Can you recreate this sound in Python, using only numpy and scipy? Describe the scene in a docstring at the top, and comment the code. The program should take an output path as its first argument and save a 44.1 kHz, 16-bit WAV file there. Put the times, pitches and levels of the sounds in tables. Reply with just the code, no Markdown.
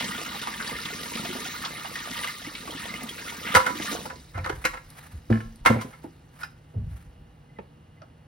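"""A plastic bucket is emptied into a sump pit in a concrete basement, over a low machine hum.
First the stream throbs, splashes, gulps and sprays: filtered noise for the impacts, ringing sines for bubbles.
As the last water runs out the bucket bumps the pipe: short noise bursts shake the resonances of its wall.
Its wire handle swings over and clacks, then the bucket is set down with a hollow boom, both as fading sines.
Last come soft steps, rustles, a scuff, faint squeaks and small knocks, made of low tones and shaped noise."""
import sys
import numpy as np
from scipy import signal
from scipy.fft import rfft, irfft, next_fast_len
from scipy.io import wavfile

SR = 44100
rng = np.random.default_rng(int(sys.argv[2]) if len(sys.argv) > 2 else 0)


def pcm_store(signal):
    """Save signal as 16-bit PCM."""
    levels = np.round(np.clip(np.atleast_2d(signal), -1, 1) * 32767)
    wavfile.write(sys.argv[1], SR, levels.astype(np.int16).T)


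N = 364689
TIME = np.arange(N) / SR

# In the tables, t is the time of an event and f a pitch. Levels are relative: mixing and echo come later.
# how alike left and right are: f/Hz, correlation
LIKENESS = [(100,.99), (280,.96), (450,.75), (850,.35), (1400,.45), (2000,.78), (3000,.6), (7300,.85)]
# phase between the microphone ports: f/Hz, lead of the left side/rad
PORT_PHASE = [(100,0), (700,-1.1), (930,-1.8), (1150,-5), (1800,-5.75), (5200,-5.85), (7400,-3.14),
              (10300,0), (13700,3.14), (15800,6.28)]
# colour of the basement air: f/Hz, level per Hz/dB
AIR_COLOUR = [(15, -31), (25, -19.5), (50, -2.5), (153, -3.5), (185, -17), (223, -8.5), (408, -19.5),
              (820, -21.5), (1890, -28), (2080, -32.5), (2230, -32.5), (2880, -30), (3470, -36.5),
              (6500, -52.5), (8450, -61), (14300, -120)]
# steady tones of the machine hum: f/Hz, rms level/dB
HUM_TONES = [(156.1, -58), (274.5, -75.5), (484.5, -71), (812, -75.5), (2056, -81.5), (4400, -87)]
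# clothes and soles rustle as the pourer moves: peak t/s, level/dB, half length/s
RUSTLES = [(4.593, -51, 0.14), (5.01, -54, 0.17), (5.914, -57.5, 0.18), (6.428, -51.5, 0.068),
           (6.935, -65, 0.092), (7.016, -62.5, 0.07)]
# colour of the rustles: f/Hz, level per Hz/dB
RUSTLE_COLOUR = [(200, -26.5), (700, 2.5), (1800, 2.5), (3000, -7.5), (5500, -13), (11000, -8.5),
                 (16000, -17)]
# low rumble as the pourer shifts and leans in: peak t/s, level/dB, half length/s
RUMBLES = [(4.542, -44.5, 0.083), (6.804, -32, 0.04), (6.88, -39, .04), (6.965, -46.5, 0.048),
           (7.052, -53, .05), (7.201, -50, 0.054)]
# colour of the rumble: f/Hz, level per Hz/dB
RUMBLE_COLOUR = [(20, -10), (40, 10), (100, 5), (170, 4), (280, -18), (600, -43), (3000, -90)]
# faint squeaks on one pitch: peak t/s, peak level/dB
SQUEAKS = [(7.5, -61), (7.571, -55), (7.98, -58.5)]
# small knocks and clicks around the pit: t/s, level/dB, chatter/s, low f/Hz, high f/Hz, high level/dB
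TAPS = [(4.157, -54, .002, 4400, 5300, -5), (4.442, -45, 0.0032, 3850, 4600, -2),
        (4.902, -50, 0.0014, 4720, 11000, 7), (5.558, -56.5, .001, 4400, 10000, 9),
        (6.039, -32.5, 0.017, 299.6, 830, -9.5), (6.735, -46.5, 0.025, 442, 700, -21.5),
        (7.586, -36.5, 0.0077, 371, 534, 7.5), (7.585, -46.5, 0.0039, 1075, 2160, 7),
        (7.588, -36.5, 0.0012, 195, 860, -5), (8.015, -45.5, 0.013, 595, 1250, 0),
        (8.018, -56, 0.0021, 1910, 5000, -2)]
# something hard scuffs, then clacks roughly beside the pit: t/s, level/dB, chatter/s
SCUFFS = [(6.385, -59, 0.029), (6.411, -42, .02), (6.431, -31.5, 0.0054), (6.442, -41, 0.0051)]
# resonances of the scuffed thing: f/Hz, width/Hz, level/dB
SCUFFED_BODY = [(798, 12, -4), (1050, 30, -5.5), (1438, 90, 8), (1710, 140, 1.5), (2046, 90, -13),
                (2360, 110, -13), (3820, 130, -14), (5150, 150, -5)]
# dull thuds of the swung bucket and of feet: t/s, level/dB, settled f of first sway/Hz, swell/s, loss per sway/dB
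THUDS = [(3.553, -22.5, 86, 0.0085, 28), (4.103, -48.5, 69.2, 0.04, 4), (4.347, -31, 87.5, 0.038, 7),
         (5.126, -33.5, 77, 0.023, 1), (6.750, -28, 96.8, 0.024, 8.5)]
# blows on the bucket's base: t/s, level/dB, contact/s, pitch factor of the flexed base, share of free ring time
BOOMS = [(5.300, -10.5, 0.0028, 0.94, 0.8), (5.661, -28, .001, 1.0, .35), (5.697, -12, 0.0018, 0.95, 0.45),
         (5.757, -17.5, 0.0034, 0.92, 0.5), (5.844, -30, 0.0009, 1.0, 0.35)]
# freely ringing base and the air in the bucket: f/Hz, level/dB, time to fall 60 dB/s
BASE_MODES = [(116.9, -1, 0.32), (119.7, -27, 0.84), (233, 3.5, 0.22), (238, -15, 0.66), (305, -22.5, 0.19),
              (487, -6.5, 0.17), (514, -19.5, 0.56), (645, -14.5, 0.08), (841, -27.5, 0.25)]
# the wire handle jingles in its sockets: t/s, level/dB
JINGLES = [(5.327, -24), (5.341, -35), (5.357, -34), (5.374, -36), (5.405, -34)]
# modes of the wire: f/Hz, level/dB, time to fall 60 dB/s
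WIRE_MODES = [(1080, -10, .3), (1346, -16, .2), (1530, -12, .06), (1650, -4, .09), (1705, 0, .09),
              (1760, -8, .06), (1950, -13, .05), (2250, -7, .06), (2900, -17, .06)]
# the handle clacks against the wall: t/s, level/dB
CLACKS = [(4.389, -36), (4.642, -33), (4.651, -21), (4.665, -29)]
# modes of the clack: f/Hz, level/dB, time to fall 60 dB/s
CLACK_MODES = [(1523, -7, .1), (1857, -3, .07), (2143, 0, .06), (2245, -8, .07), (2358, 0, .05)]
# knocks of plastic and handle: t/s, level/dB, centre f of the ring/Hz, chatter/s, sharp crack level/dB,
# f of the struck spot/Hz, level of the struck spot/dB
KNOCKS = [(3.549,-9.5,1360,0.0026,-10.5,1936,-3), (3.559,-12,1303,0.0027,-12.5,951,-8.5),
          (3.567,-12,1100,0.0023,-16.5,1320,-1), (3.596,-24,1400,0.0082,-22.5,1350,0),
          (3.662,-21,1470,0.004,-13.5,1500,-2.5), (3.67,-26.5,1300,0.0074,-18.5,1100,-9),
          (3.694,-31,1300,0.0072,-13.5,1200,-10), (4.054,-33,790,0.0041,-7.5,837,-2),
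          (4.099,-34,1290,0.0047,-27,1620,-6), (4.343,-37.5,1640,0.034,-34,1250,-16),
          (4.373,-34,810,0.01,-27,707,-5), (4.378,-34,1000,0.0014,-27,900,-9),
          (4.442,-32,1900,0.0077,-17,1750,2), (4.461,-27.5,1290,0.0013,-28,1095,-4),
          (4.472,-34,1400,0.0013,-19,1250,3), (4.494,-29,1600,0.0017,-31,1500,-6),
          (4.499,-27,700,0.0019,-39,415,2), (4.522,-38,1500,0.0066,-24,1620,2),
          (4.65,-17.5,1900,0.0033,-11.5,2250,-11), (4.734,-34,1390,0.01,-27,1030,-2),
          (4.771,-38.5,1840,0.0033,-29,1860,-8), (5.3,-36.5,550,0.0075,-13,990,-4),
          (5.326,-45.5,1900,0.058,-6,1700,-11), (5.404,-48,2000,0.0043,-5,2250,-2.5),
          (5.659,-9.5,1910,0.0032,-14.5,1010,-2), (5.668,-15,1740,0.0047,-24,2080,-12),
          (5.697,-19.5,523,0.014,-36,1046,-13), (5.72,-33,1900,0.011,-15,2050,-6),
          (5.784,-41.5,1900,0.02,-19,2300,-6.5), (5.81,-32.5,1494,0.0071,-2.5,1030,4.5),
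          (5.928,-45.5,1910,0.011,-17,1640,-11)]
# resonances of the bucket wall: f/Hz, width/Hz, level/dB
WALL = [(205, 67.1, 4), (318, 42, 2.5), (515, 14, 8), (637.5, 140, -6.5), (776, 45, -0.5), (997, 16, 3),
        (1106, 39, -0.5), (1190, 100, -12), (1351, 45, -0.5), (1520, 68, -3), (1690, 40, -3.5),
        (1913, 19, -6.5), (2015, 56, -14.5), (2136, 36, -2), (2250, 92, -15.5), (2800, 70, -12.5),
        (5000, 1860, -28)]
# resonances of the air in the pit: f/Hz, width/Hz, level/dB
PIT = [(740, 40, -1), (950, 40, 0), (1205, 60, 4), (1850, 80, -2), (2060, 70, 0), (2885, 45, 5),
       (3800, 300, -1)]
# lumps of water slap the surface: t/s, level/dB, centre f/Hz, length/s
SLAPS = [(0.001, -33, 2900, 0.011), (0.040, -36, 4430, 0.0068), (.343,-39.5,814,0.013),
         (0.418, -47, 3700, 0.013), (0.471,-40,1000,0.011), (0.596,-34,1340,0.035),
         (0.623, -41.5, 3700, .005), (0.672, -43, 4700, 0.0055), (0.71, -57, 4000, .004),
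         (0.851,-36,3470,0.0067), (0.95, -44, 4000, .008), (1.031, -40, 4070, 0.006),
         (1.06, -47, 4600, 0.0055), (1.152, -39, 4100, 0.0065), (1.247,-36.5,2800,0.011),
         (1.45,-41,2600,.012), (1.634,-35,1180,0.028), (1.647, -33.5, 3870, 0.0083), (1.843,-36,1010,0.017),
         (1.955,-38,2020,0.0037), (1.986, -44.5, 3950, .01), (2.106, -41, 4900, 0.0078),
         (2.142, -41.5, 2400, 0.02), (2.304, -44, 3980, 0.005), (2.549,-39,3270,0.0084),
         (3.032, -43, 11000, 0.0033), (3.088, -44, 3480, 0.0047), (3.178,-40.5,2010,.014),
         (3.464, -35, 1890, 0.022)]
# the loudest single bubbles: t/s, level/dB, starting f/Hz
PLOPS = [(0.119, -31, 1870), (0.115, -35, 1380), (0.154, -37.5, 206), (0.338, -35.5, 210),
         (0.416, -29.5, 3600), (0.472, -24.5, 1000), (0.483, -30, 1170), (0.539, -30.5, 1760),
         (0.602, -33, 1450), (0.676, -29.5, 4530), (0.690, -29, 960), (0.712, -35, 247), (0.926, -37, 430),
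         (1.031, -37, 1910), (1.158, -36, 215), (1.174, -31, 1230), (1.252, -33, 685), (1.300, -31.5, 344),
         (1.350, -31.5, 253), (1.458, -35, 736), (1.856, -34.5, 2820), (1.956, -27, 1850),
         (2.058, -33, 1190), (2.190, -28.5, 1910), (2.234, -27.5, 2020), (2.244, -27.5, 1150),
         (2.274, -27.5, 2010), (2.284, -35, 2885), (2.447, -33, 1950), (2.466, -35, 2190),
         (2.472, -32.5, 303), (2.551, -33.5, 2210), (2.570, -40, 2880), (2.676, -30.5, 1097),
         (2.690, -35.5, 302), (2.707, -33, 3150), (2.750, -36, 280), (2.800, -36.5, 1250),
         (2.838, -38, 1950), (2.940, -31, 2070), (2.959, -33.5, 2840), (3.035, -30, 218),
         (3.091, -29, 3200), (3.322, -36.5, 910), (3.754, -32, 295), (3.797, -28.5, 300), (3.925, -32, 294)]
# the stream until the bucket is empty: t/s, splash level/dB, level of gulping air pockets/dB, spray level/dB
FLOW = [(0.0, -34.5, -41, -39), (0.2, -36, -44.5, -41.5), (0.51, -37, -46, -43),
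        (0.89, -37.5, -44.5, -41.5), (1.38, -37.5, -40.5, -40.5), (1.82, -39, -49.5, -44.5),
        (2.2, -37, -47.5, -42), (2.53, -45, -52, -47), (2.96, -50, -45, -52.5), (3.28, -38, -50.5, -42.5),
        (3.5, -51, -46.5, -54.5), (3.75, -39.5, -43.5, -44.5), (3.931, -34.5, -40, -37),
        (4.13, -56, -56, -54), (4.3, -62, -69, -60)]
# slugs of water slap into the pit: peak t/s, swell/dB, half length/s
SURGES = [(0.018, 2.5, 0.063), (0.436, 4.5, 0.0079), (0.686, 2, 0.046), (1.15, 5, 0.013), (1.457, 5, 0.016),
          (1.657, 5, 0.023), (2.243, 5, 0.069), (2.87, 11.5, 0.2), (3.519, 18.5, 0.11), (3.852, 5.5, 0.047)]
# colour of the splashing: f/Hz, level per Hz/dB
SPLASH_COLOUR = [(90, -12.5), (150, -1.5), (230, 11.5), (330, 0), (450, -1), (700, -13.5), (900, -14),
                 (1200, -5.5), (1550, -14.5), (2000, -1), (2600, -4), (3600, -1)]
# colour of the fine spray: f/Hz, level per Hz/dB
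SPRAY_COLOUR = [(3700,2), (5500,0), (10500,-5.5), (16000,-9)]

AIR_DB, HISS_DB = -53, -76
WHINE_HZ, WHINE_DB = 2850, -78
SQUEAK_HZ, SQUEAK_HALF_S = 2040, 0.011
SWAY_S, SWAY_PITCH = 0.16, 0.69  # the weight settles in sways, each lower than the last
BUCKLE_SHARE, BUCKLE_S, WOBBLE_SHARE = .2, .01, .025  # how far the base's pitch bends
GRAZE_S, GRAZE_DB = 0.0088, -15.5  # a contact grazes the wall just before it bites
FLEX_SHARE = 0.008  # the wall flexes, so its resonances shift a little from knock to knock
PIT_DB = -4
BURBLE_DB, FIZZ_DB, GURGLE_DB = -4.5, -14, 1.5  # bubbles, against splash, spray and gulping
SURGE_SPRAY_SHARE = 0.64  # share of a slug's swell that the spray follows
SETTLE_DB_PER_S, FOAM_DB_PER_S = 5, 6  # ripples and foam die away once the stream stops
PATCH_LIMIT = 1.3
CUTOFF_HZ = 15900


def from_db(db):
    """Turn decibels into gain."""
    return 10 ** (np.asarray(db) / 20)


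def rms_one(x):
    """Scale to an rms (average strength) of 1."""
    return x / np.sqrt(np.mean(x ** 2) + 1e-20)


def at_hz(points, hz):
    """Read a curve between its points, with pitch on a log scale."""
    points = np.array(points)
    return np.interp(np.log(hz + 1e-6), np.log(points[:, 0]), points[:, 1])


def cut(x, hz, kind, order=2):
    """Keep only some pitches, with a Butterworth filter."""
    hz = np.clip(hz, 10, .45 * SR)
    return signal.sosfilt(signal.butter(order, hz, kind, fs=SR, output="sos"), x)


def drift(rate):
    """Slow random wandering around 0 with rms 1; a higher rate in Hz wanders faster."""
    step = 40  # samples between points
    r = np.exp(-2 * step * np.pi * rate / SR)
    noise = rng.standard_normal(N // step + 2002)
    slow = signal.lfilter([1], [1, -2 * r, r * r], noise)[2000:]
    return np.interp(np.arange(N) / step, np.arange(len(slow)), rms_one(slow))


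def resonate(x, hz, width):
    """A resonance rings at one pitch, with gain 1 at its top; a narrow one rings longer."""
    r = np.exp(-np.pi * width / SR)
    feedback = [1, -2 * r * np.cos(2 * np.pi * hz / SR), r * r]
    return signal.lfilter(np.array([1, 0, -1]) * (1 - r * r) / 2, feedback, x)


def add(track, s, sound):
    """Mix a sound into a track at time s."""
    start = max(int(s * SR), 0)
    track[..., start:start + sound.shape[-1]] += sound[..., :N - start]


def hump(s, half_s):
    """A smooth swell of height 1 around time s."""
    return np.exp(-((TIME - s) / half_s) ** 2)


def widen(pair, hz):
    """Two unrelated signals become left and right, as alike as a diffuse field at this pitch."""
    alike = at_hz(LIKENESS, hz)
    middle = np.sqrt(1 + alike) * pair[0]
    side = np.sqrt(1 - alike) * pair[1]
    return middle + side * np.array([[1], [-1]])


def diffuse_noise(colour, size):
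    """Stereo noise of a given colour, rms 1, shaped pitch by pitch."""
    padded = next_fast_len(size)
    hz = np.arange(padded // 2 + 1) * SR / padded
    spectrum = widen(rfft(rng.standard_normal((2, padded))), hz)
    return rms_one(irfft(spectrum * from_db(at_hz(colour, hz)), padded)[:, :size])


def chatter(chatter_s, bite_s=0.0033):
    """Two unrelated bursts of tiny contacts that grip and then die away."""
    t = TIME[:SR // 4]
    return rng.standard_normal((2, len(t))) * np.exp(-t / chatter_s) * (1 - np.exp(-t / bite_s))


def rattled(force, hz, width):
    """One resonance shaken by a chattering contact, in stereo."""
    return widen([rms_one(ring) for ring in resonate(force, hz, width)], hz)


def at_level(sound, db):
    """Set the level of a blow by its first 20 ms."""
    return from_db(db) * sound / np.std(sound[:, :SR // 50])


def struck(modes):
    """A struck body rings at several pitches, each fading at its own pace."""
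    t = TIME[:SR]
    return sum(from_db(db - 60 * t / t60) * np.sin(2 * np.pi * hz * t) for hz, db, t60 in modes)


def basement(x, direct_db, early_db, tail_db, early_s=0.017, t60=0.33, treble_t60=0.42, low_hz=330):
    """Direct sound, a dense volley from the pit, floor and near wall, then the tail of the room."""
    t = TIME[:SR // 2]
    volley, late = (diffuse_noise([(100, 0.009), (16000, 0.0036)], len(t)) for _ in range(2))
    volley = volley * np.exp(-t / early_s) * (t > .001)
    dull = cut(late, 1800, "low", order=1)
    late = dull * from_db(-60 * t / t60) + (late - dull) * from_db(-60 * t / treble_t60)
    late = late * np.minimum(t / .02, 1)  # the tail builds up over 20 ms
    echo = (from_db(early_db) * rms_one(volley) + from_db(tail_db) * rms_one(late)) / np.sqrt(len(t))
    echo = cut(echo, low_hz, "high", order=1)
    return from_db(direct_db) * x + signal.fftconvolve(np.atleast_2d(x), echo, axes=1)[:, :N]


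def background():
    """Room air and faint hiss are noise; the machine's hum and thin whine are tones of wandering phase."""
    air = from_db(AIR_DB) * diffuse_noise(AIR_COLOUR, N)
    hiss_colour = [(2000, -12.5), (4500, -13.5), (10000, -12.5), (15000, -21.5)]
    hiss = from_db(HISS_DB) * diffuse_noise(hiss_colour, N)
    # the root of 2 turns an rms level into the height of a sine
    hum = sum(from_db(db) * np.sqrt(2) * np.sin(2 * np.pi * hz * TIME + drift(10.0))
              for hz, db in HUM_TONES)
    whine = from_db(WHINE_DB) * np.sqrt(2) * np.sin(2 * np.pi * WHINE_HZ * TIME + drift(3))
    return air + hiss + hum + whine


def rumbles(lumpy_db=2.5):
    """Lumpy low rumble that comes and goes with each movement."""
    swells = sum(from_db(db) * hump(s, half_s) for s, db, half_s in RUMBLES)
    return swells * from_db(lumpy_db * drift(25)) * diffuse_noise(RUMBLE_COLOUR, N)


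def rustles(uneven_db=3.5):
    """Cloth and soles rub in short uneven strokes."""
    strokes = sum(from_db(db) * hump(s, half_s) for s, db, half_s in RUSTLES)
    return strokes * from_db(uneven_db * drift(30)) * diffuse_noise(RUSTLE_COLOUR, N)


def squeaks():
    """Short, slightly unsteady chirps."""
    swells = sum(from_db(db) * hump(s, SQUEAK_HALF_S) for s, db in SQUEAKS)
    return swells * np.sin(2 * np.pi * SQUEAK_HZ * TIME + drift(30))


def taps(damping=0.15, top_ratio=1.13):
    """Light touches on things that ring briefly at two pitches."""
    out = np.zeros((2, N))
    for s, db, chatter_s, low_hz, high_hz, high_db in TAPS:
        low = rattled(chatter(chatter_s), low_hz, damping * low_hz)
        high = rattled(chatter(chatter_s), high_hz, damping * high_hz)
        touch = cut(low + from_db(high_db) * high, top_ratio * high_hz, "low")
        add(out, s, at_level(touch, db))
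    return out


def scuffs(bite_s=0.0025):
    """A dragging contact shakes many resonances at once."""
    out = np.zeros((2, N))
    for s, db, chatter_s in SCUFFS:
        body = sum(from_db(mode_db) * rattled(chatter(chatter_s, bite_s), hz, width)
                   for hz, width, mode_db in SCUFFED_BODY)
        add(out, s, at_level(body, db))
    return out


def thuds(rumble_db=-5, rumble_top=1.44, onset_rise=1.0, sag_s=0.0083, count=4):
    """A soft push sags in pitch as it swells and dies, then sways; rumble surrounds each swing."""
    out, t = np.zeros(N), TIME[:SR // 2]
    turn_s = t + onset_rise * sag_s * (1 - np.exp(-t / sag_s))  # time runs fast at first: a higher pitch
    for s, db, first_hz, swell_s, loss_db in THUDS:
        swell = t / swell_s * np.exp(1 - t / swell_s)
        for k in range(count):
            hz = first_hz * SWAY_PITCH ** k
            tone = np.sin(2 * np.pi * hz * turn_s)
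            rumble = rms_one(cut(rng.standard_normal(len(t)), [hz / 2, hz * rumble_top], "band"))
            swing = swell * (tone + from_db(rumble_db) * rumble)
            add(out, s + k * SWAY_S, from_db(db - k * loss_db) * swing)
    return out


def jingles():
    """The jolt shakes the wire handle, which rings briefly."""
    out = np.zeros(N)
    for s, db in JINGLES:
        add(out, s, from_db(db) * struck(WIRE_MODES))
    return out


def clacks():
    """The swinging handle hits the wall and bounces, with a short bright ring."""
    out = np.zeros(N)
    for s, db in CLACKS:
        add(out, s, from_db(db) * struck(CLACK_MODES))
    return out


def booms(build_s=0.006, rock_db=2, slap_db=-13, slap_s=0.0098, slap_low_hz=170, slap_high_hz=520):
    """The base slaps the floor like a drum: it buckles, so modes start sharp, and wobbles as it rocks."""
    out, t = np.zeros(N), TIME[:SR]
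    for s, db, contact_s, pitch, freedom in BOOMS:
        for free_hz, mode_db, t60 in BASE_MODES:
            hz = free_hz * pitch
            stretch = 1 + BUCKLE_SHARE * np.exp(-t / BUCKLE_S) + WOBBLE_SHARE * drift(28)[:SR]
            ring = np.sin(2 * np.pi * hz * np.cumsum(stretch) / SR)
            ring = ring / (1 + (hz * contact_s) ** 2)  # a long contact weakens the high modes
            fade = from_db(db + mode_db - 60 * t / (t60 * freedom))
            add(out, s, fade * ring * (1 - np.exp(-t / build_s)))
        slap = cut(chatter(slap_s), [slap_low_hz, slap_high_hz], "band")
        add(out, s, at_level(slap, db + slap_db)[0])
    return out * from_db(rock_db * drift(52))


def knock(centre_hz, chatter_s, crack_db, spot_hz, spot_db, spot_width=85, focus_octaves=0.97,
          crack_low_hz=2400, crack_high_hz=5500):
    """A contact chatters briefly into the wall; where it lands decides which resonances lead."""
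    body = 0
    for hz, width, mode_db in WALL:
        share = from_db(mode_db) / (1 + (np.log2(hz / centre_hz) / focus_octaves) ** 2)
        flexed_hz = hz * (1 + FLEX_SHARE * rng.standard_normal())
        body = body + share * rattled(chatter(chatter_s), flexed_hz, width)
    spot = rattled(chatter(chatter_s), spot_hz, spot_width)
    crack = cut(chatter(2 * chatter_s), crack_low_hz, "high")
    crack = widen(cut(crack, crack_high_hz, "low", order=1), crack_high_hz)
    return rms_one(body) + from_db(spot_db) * rms_one(spot) + from_db(crack_db) * rms_one(crack)


def knocks(level_db=1.0):
    """Each knock is a graze and then the blow itself."""
    out = np.zeros((2, N))
    for s, db, *contact in KNOCKS:
        for lead_s, part_db in ((GRAZE_S, GRAZE_DB), (0, 0)):
            add(out, s - lead_s, at_level(knock(*contact), db + level_db + part_db))
    return out


def pit(water):
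    """The air in the pit rings along with the water."""
    return water + sum(from_db(PIT_DB + db) * resonate(water, hz, width) for hz, width, db in PIT)


def slaps(spread=1.31):
    """A lump of water hits the surface: a burst of impacts around one pitch."""
    out = np.zeros((2, N))
    for s, db, hz, length_s in SLAPS:
        burst = cut(chatter(length_s), [hz / spread, hz * spread], "band")
        add(out, s, at_level(widen(burst, hz), db))
    return out


def bubble(hz, cycles, rise):
    """A trapped bubble rings for some cycles and climbs in pitch as it nears the surface."""
    turn = np.arange(int(2 * cycles * SR / hz)) * hz / SR
    shape = (1 - np.exp(-turn)) * from_db(-30 * turn / cycles)
    return shape / shape.max() * np.sin(2 * np.pi * turn * (1 + rise * turn / cycles / 2))


def plops(life_s=0.027, least_cycles=1.0, rise=0.075, slap_db=-7, slap_s=0.0091, level_db=1):
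    """Each large bubble opens with a small slap of water."""
    out, t = np.zeros(N), TIME[:SR // 16]
    for s, db, hz in PLOPS:
        noise = cut(rng.standard_normal(len(t)), [hz / 2, hz * 2], "band", order=1)
        slap = rms_one(noise) * np.exp(-t / slap_s)
        add(out, s, from_db(db) * bubble(hz, least_cycles + life_s * hz, rise))
        add(out, s, from_db(db + slap_db) * slap)
    return from_db(level_db) * out


def bubbling(level_db, per_s, low_hz, high_hz, cycles, size_db=3, rise=0.12):
    """Bubbles of random pitch, strength and life are born at random moments."""
    out = np.zeros(N)
    for when, pitch, size, life in rng.random((int(per_s * N / SR), 4)):
        strength = from_db(size_db * min(-np.log(1 - size), 3.5))
        hz = low_hz * (high_hz / low_hz) ** pitch
        add(out, when * N / SR, strength * bubble(hz, cycles * (.5 + life), rise))
    return rms_one(out) * from_db(level_db)


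def stream():
    """Levels of splash, gulping and spray: the flow, its slugs, and the settling afterwards."""
    s, *columns = np.transpose(FLOW)
    splash_db, gulp_db, spray_db = (np.interp(TIME, s, column) for column in columns)
    surge_db = sum(db * hump(when, half_s) for when, db, half_s in SURGES)
    idle_s = np.maximum(TIME - s[-1], 0)
    return (splash_db + surge_db - SETTLE_DB_PER_S * idle_s, gulp_db - SETTLE_DB_PER_S * idle_s,
            spray_db + SURGE_SPRAY_SHARE * surge_db - FOAM_DB_PER_S * idle_s)


def splashing(splash_db, gulp_db, spray_db, patchy_db=5.0, drop_db=4.5, spatters_per_s=45,
              spatter_s=0.0053, spatter_power=1.1, gulp_trim_db=-2.0, splash_trim_db=-6):
    """Countless uneven impacts, bunched into spatters; each band of drop sizes comes and goes."""
    sizes = np.minimum(rng.exponential(1, (2, 1, N)), 5)
    impacts = rng.standard_normal((2, 2, N)) * from_db(drop_db * sizes)
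    lumps = (rng.random(N) < spatters_per_s / SR) * np.minimum(rng.exponential(1, N), 2.5)
    fading_lumps = signal.lfilter([1], [1, -np.exp(-1 / (spatter_s * SR))], lumps)
    spatter = np.sqrt(1 + spatter_power * fading_lumps)
    edges = np.geomspace(80, 17000, 25)  # borders of the pitch bands, Hz
    gulp, splash, spray = np.zeros((3, 2, N))
    for k, (low, high) in enumerate(zip(edges, edges[1:])):
        hz = np.sqrt(low * high)
        if hz > 3700:
            # fine spray is made of so many droplets that it is much smoother
            band = widen(cut(impacts[k % 2] * np.sqrt(spatter), [low, high], "band"), hz)
            spray += band * from_db(at_hz(SPRAY_COLOUR, hz) + patchy_db * drift(23) / 2)
        else:
            band = widen(cut(impacts[k % 2] * spatter, [low, high], "band"), hz)
            patch = PATCH_LIMIT * np.tanh(drift(28) / PATCH_LIMIT)
            part = gulp if hz < 520 else splash
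            part += band * from_db(at_hz(SPLASH_COLOUR, hz) + patchy_db * patch)
    return (rms_one(gulp) * from_db(gulp_db + gulp_trim_db)
            + rms_one(splash) * from_db(splash_db + splash_trim_db) + rms_one(spray) * from_db(spray_db))


def scene():
    """Water in the pit, the bucket beside it, the room around both."""
    lows = basement(booms() + thuds(), direct_db=0.0, early_db=-6.0, tail_db=-5.0)
    hard_sounds = knocks() + clacks() + taps() + scuffs() + jingles()
    hard_sounds = basement(hard_sounds, direct_db=-3.5, early_db=-8.5, tail_db=-16.0)
    splash_db, gulp_db, spray_db = stream()
    burble = bubbling(splash_db, per_s=320, low_hz=900, high_hz=2500, cycles=17.0)
    fizz = bubbling(spray_db, per_s=260, low_hz=2400, high_hz=5400, cycles=36.0)
    gurgle = bubbling(gulp_db, per_s=33, low_hz=193, high_hz=670, cycles=1.6, size_db=2.5)
    bubbles = from_db(BURBLE_DB) * burble + from_db(FIZZ_DB) * fizz + from_db(GURGLE_DB) * gurgle
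    bubbles = basement(bubbles, direct_db=-3.5, early_db=-3.5, tail_db=-15)
    plops_and_slaps = basement(plops() + slaps(), direct_db=-1, early_db=-8, tail_db=-16)
    water = pit(splashing(splash_db, gulp_db, spray_db) + bubbles)
    return background() + rumbles() + rustles() + squeaks() + lows + hard_sounds + plops_and_slaps + water


def ports(x):
    """The microphone ports differ in phase: half the lead goes to the left, half is taken from the right."""
    size = next_fast_len(N + SR // 10)
    lead = np.interp(np.arange(size // 2 + 1) * SR / size, *np.transpose(PORT_PHASE))
    turned = rfft(x, size) * np.exp(1j * lead / 2 * np.array([[1], [-1]]))
    return irfft(turned, size)[:, :N]


def record(dry, lean=0.31, lean_hz=650, lean_width_hz=550, low_cut_hz=30):
    """The lower mids lean to the right, the deepest bass is lost, peaks are rounded and the top is cut."""
    leaning = dry + lean * resonate(dry, lean_hz, lean_width_hz) * np.array([[-1], [1]])
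    heard = cut(leaning, low_cut_hz, "high")
    rounded = np.tanh(ports(heard))
    return signal.sosfilt(signal.ellip(10, .1, 80, CUTOFF_HZ, fs=SR, output="sos"), rounded)


dry = scene()
out = record(dry)
pcm_store(out)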